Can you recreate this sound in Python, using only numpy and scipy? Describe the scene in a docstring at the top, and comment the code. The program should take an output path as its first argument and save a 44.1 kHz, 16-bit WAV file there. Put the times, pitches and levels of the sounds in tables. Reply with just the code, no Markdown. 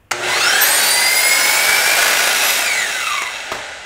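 """Bare room: a sliding miter saw kicks in with a clack and a mains growl; gears, armature and fan whine upwards.
The blade rasps through a wooden board; on release the brake makes the gears chatter as they run down,
and the raised head thumps against its stop. Whines are multiples of one motor speed curve,
air and rasp are coloured noise and clicks, knocks and chatter ring modes."""
import sys
import numpy as np
from scipy import signal
from scipy.fft import rfft, irfft
from scipy.io import wavfile

SR = 44100
rng = np.random.default_rng(int(sys.argv[2]) if len(sys.argv) > 2 else 0)


def materialize(psi):
    """Save the field psi as 16-bit PCM at rate SR to the path in sys.argv[1].

    A 1-D psi becomes a single channel; in a 2-D psi each row is a channel.
    """
    bounded = np.clip(np.atleast_2d(psi).T, -1, 1)
    quanta = np.round(bounded * 32767).astype(np.int16)
    wavfile.write(sys.argv[1], SR, quanta)


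N = 169785
TIME_S = np.arange(N) / SR
# motor turns per blade turn
GEAR_RATIO = 7.3
# modes of housing and blade: f/Hz, level/dB, t60/s
BODY = [(686, -12.5, 0.087), (1182, -2.5, 0.046), (1444, 2.5, 0.019), (2020, -2, 0.22), (2190, 5, 0.039),
        (2674, 9.5, 0.025), (3180, 7.5, 0.014), (3860, 13.5, 0.0091), (5620, 4.5, 0.016), (6770, 5, 0.011)]


def from_db(db):
    """Decibels to gain."""
    return 10 ** (np.asarray(db) / 20)


def rms_one(x):
    """Scale to unit rms."""
    return x / np.sqrt(np.mean(x ** 2) + 1e-20)


def level(rows, axis=1):
    """Gain from a dB curve: -120 dB before its first point, falling steadily after its last."""
    release_db_per_s = 108
    rows = np.array(rows)
    db = np.interp(TIME_S, rows[:, 0], rows[:, axis], left=-120)
    return from_db(db - release_db_per_s * np.maximum(TIME_S - rows[-1, 0], 0))


def coloured(x, colour):
    """Shape a spectrum by dB over log frequency, rolling off below the first point; rms 1."""
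    hz, db = np.transpose(colour)
    f_hz = np.maximum(np.arange(N // 2 + 1) * SR / N, 1)
    gain = from_db(np.interp(np.log(f_hz), np.log(hz), db))
    return rms_one(irfft(rfft(x) * gain * np.minimum(f_hz / hz[0], 1), N))


def noise(colour):
    """Steady noise of a given spectrum; rms 1."""
    return coloured(rng.standard_normal(N), colour)


def drift(rate_hz):
    """Slow random signal, rms 1: white noise through two equal poles."""
    r = np.exp(-2 * np.pi * rate_hz / SR)
    settled = signal.lfilter([1], [1, -2 * r, r * r], rng.standard_normal(N + SR))[SR:]
    return rms_one(settled)


def grains(per_s, spread_db):
    """Random clicks of random sign and uneven size."""
    hits = rng.random(N) < per_s / SR
    size = from_db(spread_db * np.minimum(rng.exponential(1, N), 4))
    return hits * size * rng.choice([-1, 1], N)


def ring(x, modes):
    """Drive parallel decaying modes of alternating sign; rms 1."""
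    out = 0
    for k, (hz, db, t60_s) in enumerate(modes):
        r = np.exp(-np.log(1000) / (t60_s * SR))
        w = 2 * np.pi * hz / SR
        mode = signal.lfilter([0, np.sin(w)], [1, -2 * r * np.cos(w), r * r], x + 1e-18)
        out = out + (-1) ** k * from_db(db) * mode
    return rms_one(out)


def lowpass(x, order, hz):
    """Butterworth low-pass."""
    return signal.sosfilt(signal.butter(order, hz, fs=SR, output="sos"), x)


def whine(turns, order, rough, rough_hz):
    """One multiple of a rotation, with a skirt of random flutter; rms about 1."""
    phase = 2 * np.pi * order * turns
    in_phase = (np.sqrt(2) + rough * drift(rough_hz)) * np.sin(phase)
    quadrature = rough * drift(rough_hz) * np.cos(phase)
    return (in_phase + quadrature) / np.sqrt(1 + rough ** 2)


def whines(turns, rows, orders, rough, rough_hz):
    """Several multiples of the motor speed, each with its own level column."""
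    return sum(level(rows, axis=i + 1) * whine(turns, k, rough, rough_hz) for i, k in enumerate(orders))


def wobble(turns, depth):
    """Swell once per blade turn."""
    return 1 + depth * np.sin(2 * np.pi * turns / GEAR_RATIO)


def bursts(rows, attack_s):
    """Envelope of a series of blows: exponential rise and decay."""
    out = 0
    for start_s, db, decay_s in rows:
        age_s = np.maximum(TIME_S - start_s, 0)
        out = out + from_db(db) * (1 - np.exp(-age_s / attack_s)) * np.exp(-age_s / decay_s)
    return out


def background():
    """Low steady noise floor."""
    # f/Hz, density/dB (relative)
    floor_colour = [(25, -12), (60, 0), (250, -16), (3000, -25), (4000, -39)]
    return from_db(-53) * noise(floor_colour)


def room(x):
    """Dense, slightly dull reverberation of bare walls: decaying noise as impulse response."""
    t60_s, dull_hz = 0.46, 6000
    age_s = np.arange(SR) / SR
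    tail = rng.standard_normal(SR) * np.exp(-np.log(1000) * age_s / t60_s) * (age_s > .004)
    tail = tail / np.sqrt(np.sum(tail ** 2))
    pole = np.exp(-2 * np.pi * dull_hz / SR)
    return signal.fftconvolve(x, signal.lfilter([1 - pole], [1, -pole], tail))[:N]


def bench(x):
    """A delayed reflection off the bench makes gliding tones swell and dip."""
    delay_s, gain = .00141, .55
    lag = int(delay_s * SR)
    return (x + gain * np.pad(x, (lag, 0))[:N]) / np.hypot(1, gain)


def housing(x):
    """Tones swell and linger as they glide through the housing modes, over a direct leak."""
    leak_db = -9
    peaks = 0
    for hz, _, t60_s in BODY:
        q = np.pi * hz * t60_s / np.log(1000)
        peaks = peaks + signal.lfilter(*signal.iirpeak(hz, q, fs=SR), x)
    return from_db(leak_db) * x + 2 * peaks


def struck(blow, modes, ring_db):
    """A blow plus the ringing it excites, scaled to the blow's spread."""
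    return blow + from_db(ring_db) * np.std(blow) * ring(blow, modes)


def clacks():
    """Metal clacks of the gear train: short noise bursts ringing the housing."""
    # t/s, level/dB, decay/s
    clack_rows = [(.1115, -5, 0.0016), (.1155, -2.5, 0.0038), (2.965, -21, 0.0018), (3.175, -22, 0.0047),
                  (3.219, -9, 0.0032)]
    # f/Hz, density/dB (relative)
    clack_colour = [(100, -28), (350, -12.5), (1100, -7.5), (2300, -5.5), (3300, -19.5), (6700, -13.5),
                    (15500, -36)]
    return struck(bursts(clack_rows, attack_s=0.00081) * noise(clack_colour), BODY, ring_db=-11.5)


def thumps():
    """The head meets its stop: noise bursts ringing the saw's frame."""
    # t/s, level/dB, decay/s
    thump_rows = [(3.5155, -8, .009), (3.543, -24, .03)]
    # f/Hz, density/dB (relative)
    thump_colour = [(40, -3), (200, -10), (600, 1), (1150, 1.5), (1600, -7), (8000, -21), (15000, -31)]
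    # frame modes: f/Hz, level/dB, t60/s
    frame_modes = [(680, 0, .06)]
    return struck(bursts(thump_rows, attack_s=0.0042) * noise(thump_colour), frame_modes, ring_db=-16)


def mains_growl():
    """Rough harmonics of 120 Hz while the motor draws its starting current."""
    # t/s, level/dB
    growl_db = [(.11, -60), (.13, -37), (.28, -34.5), (.5, -44)]
    # harmonics 1, 2, ...: level/dB
    partials_db = (-5, -12, 2.5, 1, -0.5)
    cycles = 120 * TIME_S
    growl = sum(from_db(db) * whine(cycles, k + 1, rough=.7, rough_hz=31)
                for k, db in enumerate(partials_db))
    return level(growl_db) * growl


def bearings(turns):
    """Low bearing tones, heard midway through the run-up, fading before top speed."""
    # t/s, level/dB per order
    bearing_db = [(.52, -35, -53), (.62, -32, -29.5), (.98, -29.5, -43), (1.1, -37.5, -53), (1.6, -29, -50)]
    # multiples of motor speed
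    bearing_orders = (2.83, 3.57)
    return whines(turns, bearing_db, bearing_orders, rough=0.3, rough_hz=4.9)


def brushes(turns):
    """Brush sparking as dense clicks, plus a brush whistle tied to motor speed."""
    # t/s, level/dB
    spark_db = [(.58, -60), (.61, -23.5), (.89, -22), (.93, -27), (1.65, -23), (2.38, -28), (2.52, -23),
                (2.68, -45)]
    # f/Hz, density/dB (relative)
    spark_colour = [(5000, 23.5), (9000, -34), (12000, 22), (15500, -13)]
    sparks = coloured(grains(12000, spread_db=-7), spark_colour)
    flicker = from_db(-9 + 2.5 * drift(6.7))
    whistle = flicker * whine(turns, 36.5, rough=1.0, rough_hz=50)
    return level(spark_db) * (sparks + bench(lowpass(whistle, 20, 14000)))


def fan(turns):
    """Flickering fan whine at several multiples of motor speed."""
    # t/s, level/dB
    fan_db = [(.28, -41), (.4, -28.5), (.78, -32), (1.0, -40), (1.42, -28), (1.7, -35.5), (2.5, -49)]
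    # multiples of motor speed
    fan_orders = (16, 19.6, 22.1, 29.4)
    # level/dB per order
    partials_db = (-6.5, -4.5, 3, -2)
    tones = sum(from_db(db) * whine(turns, k, rough=0.62, rough_hz=70) * from_db(4.6 * drift(10.5))
                for k, db in zip(fan_orders, partials_db))
    return level(fan_db) * lowpass(tones, 12, 9600)


def braking(turns):
    """Falling whines of gears and fan under the brake."""
    # t/s, level/dB per order
    brake_db = [(2.61, -45, -60), (2.64, -29.5, -44), (2.73, -32, -29), (2.8, -46, -30.5), (3.0, -55, -40)]
    # multiples of motor speed
    brake_orders = (17.9, 21.8)
    return whines(turns, brake_db, brake_orders, rough=.8, rough_hz=55)


def armature(turns):
    """Flickering whine of armature slots and commutator under full power, rougher at higher orders."""
    # t/s, level/dB per order
    slot_db = [(.57, -33, -43, -63), (.62, -23.5, -30, -18), (.72, -29, -18.5, -29), (.82, -25, -28, -28),
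               (.93, -19.5, -16.5, -33), (1.04, -18.5, -28, -29), (1.18, -22, -22.5, -22),
               (1.3, -22, -25.5, -33), (1.55, -29.5, -30, -31), (1.75, -29, -32, -48),
               (2.35, -35, -45, -59), (2.47, -28.5, -23, -68)]
    # multiples of motor speed
    slot_orders = (14, 28, 42)
    out = 0
    for i, order in enumerate(slot_orders):
        tone = whine(turns, order, rough=0.16 + 0.55 * i, rough_hz=40.0)
        out = out + level(slot_db, axis=i + 1) * tone * from_db(1.8 * drift(6.7))
    return out


def gears(turns):
    """Mesh tone and octave swell with each blade turn; backlash smears the mesh and rattles the housing."""
    # t/s, level/dB
    mesh_db = [(.2, -29), (.27, -29), (.4, -25), (.47, -17), (.62, -19), (.75, -31), (.98, -23.5),
               (1.12, -17.5), (1.88, -20.5), (2.05, -26), (2.6, -33), (2.67, -17.5), (2.8, -21.5),
               (2.88, -28.5), (3.0, -28.5), (3.13, -22), (3.3, -37)]
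    # octave of the mesh, strongest under the brake: t/s, level/dB
    edge_db = [(.2, -34.5), (.45, -24.5), (.7, -35), (2.66, -24), (2.99, -52), (3.06, -24.5), (3.13, -26),
               (3.26, -30)]
    # backlash under run-up and braking: t/s, level/dB
    chatter_db = [(.11, -29), (.14, -39), (.19, -55), (.24, -26.5), (.45, -20), (1.0, -38), (2.55, -18.5),
                  (2.7, -27), (2.95, -25), (3.07, -21), (3.3, -26.5), (3.85, -43.5)]
    # multiples of motor speed: mesh, octave
    gear_orders = (6, 12)
    backlash = level(chatter_db)
    mesh = whine(turns, gear_orders[0], rough=0.052 + 18 * backlash, rough_hz=96)
    edge = whine(turns, gear_orders[1], rough=0.67, rough_hz=136)
    tones = level(mesh_db) * mesh + level(edge_db) * housing(edge)
    contacts = lowpass(grains(630, spread_db=3) + 1e-18, 10, 9000)
    return tones * wobble(turns, depth=.4) + backlash * ring(contacts, BODY)


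def air(turns):
    """Rush of air from blade and fan; hiss of the teeth, swelling once per blade turn."""
    # t/s, level/dB
    rush_db, hiss_db = [(.11, -50), (.13, -28.5), (.2, -26.5), (.26, -20.5), (.5, -18.5), (.85, -17.5),
                        (1.15, -21), (2.7, -22), (2.92, -24.5), (3.14, -32), (3.45, -29), (3.6, -28.5),
                        (3.85, -33.5)], [(.15, -50), (.3, -28), (.7, -18.5), (1.1, -20), (2.3, -24.5),
                                     (2.52, -21), (2.7, -27), (3.1, -30), (3.55, -49.5)]
    # f/Hz, density/dB (relative)
    rush_colour, hiss_colour = [(100, -23.5), (370, -10.5), (700, -0.5), (936, -2.5), (1060, -12.5),
                                (1520, 2.5), (1920, -2), (2580, -4.5), (5280, -13.5), (8060, -14.5),
                                (15500, -50)], [(1500, -0.5), (4200, 1), (6000, 4.5), (8000, 7),
                                                    (10000, 5), (11200, -3.5), (15500, -3.5)]
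    hiss = level(hiss_db) * noise(hiss_colour) * wobble(turns, depth=0.13)
    return level(rush_db) * noise(rush_colour) + hiss


def squeal(turns):
    """The blade squeals as it leaves the cut: one multiple of motor speed."""
    # t/s, level/dB
    squeal_db = [(2.27, -60), (2.42, -24)]
    return level(squeal_db) * whine(turns, 23.8, rough=.5, rough_hz=20)


def cut(turns):
    """Clicks pulsing at the tooth rate: chips torn from the wood, and board and table ringing."""
    # t/s, level/dB
    cut_db = [(1.1, -32), (1.4, -19.5), (1.7, -16.5), (2.0, -15), (2.2, -16.5), (2.5, -20), (2.62, -22)]
    # f/Hz, density/dB (relative)
    cut_colour = [(150, -23.5), (462, -10.5), (643, -7), (1240, -9.5), (1700, -4), (4480, -14), (5760, -12),
                  (10100, -15.5), (15500, -19.5)]
    # board and table modes: f/Hz, level/dB, t60/s
    board_modes = [(691, -0.5, 0.094), (1454, 5.5, 0.093), (1660, 0.5, 0.16)]
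    teeth, board_db = 60, -7.5
    tooth_pulse = 1 + np.cos(2 * np.pi * teeth * turns / GEAR_RATIO)
    bite = tooth_pulse * wobble(turns, depth=0.37) * from_db(1.8 * drift(45))
    rasp = coloured(bite * grains(9000, spread_db=5.0), cut_colour)
    board = ring(bite * grains(2500, spread_db=7.0), board_modes)
    return level(cut_db) * (rasp + from_db(board_db) * board)


def scene():
    """All whines but the mains growl follow one motor rotation; room and background are added."""
    # t/s, motor speed/(turns/s)
    speed = [(.11, 5), (.2, 98), (.3, 163), (.4, 213), (.5, 252), (.6, 283), (.72, 306), (.84, 323),
             (.96, 335.3), (1.21, 354.2), (1.66, 378.5), (1.92, 394.5), (2.35, 417), (2.63, 425),
             (2.8, 327), (2.95, 257), (3.12, 200), (3.4, 138), (3.85, 72)]
    turns = np.cumsum(np.interp(TIME_S, *np.transpose(speed), left=0)) / SR
    motor = mains_growl() + bearings(turns) + brushes(turns) + armature(turns)
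    motor = motor + bench(braking(turns) + fan(turns))
    blade = air(turns) + squeal(turns) + cut(turns)
    saw = clacks() + thumps() + motor + gears(turns) + blade
    wet = from_db(-5.5)
    return ((saw + wet * room(saw)) / np.sqrt(1 + wet ** 2) + background())[None]


def record(dry):
    """Round peaks towards full scale, then cut the top."""
    top_cut = signal.firwin(601, 15750, fs=SR, window="blackman")
    return signal.fftconvolve(np.tanh(dry), top_cut[None], mode="same")


dry = scene()
out = record(dry)
materialize(out)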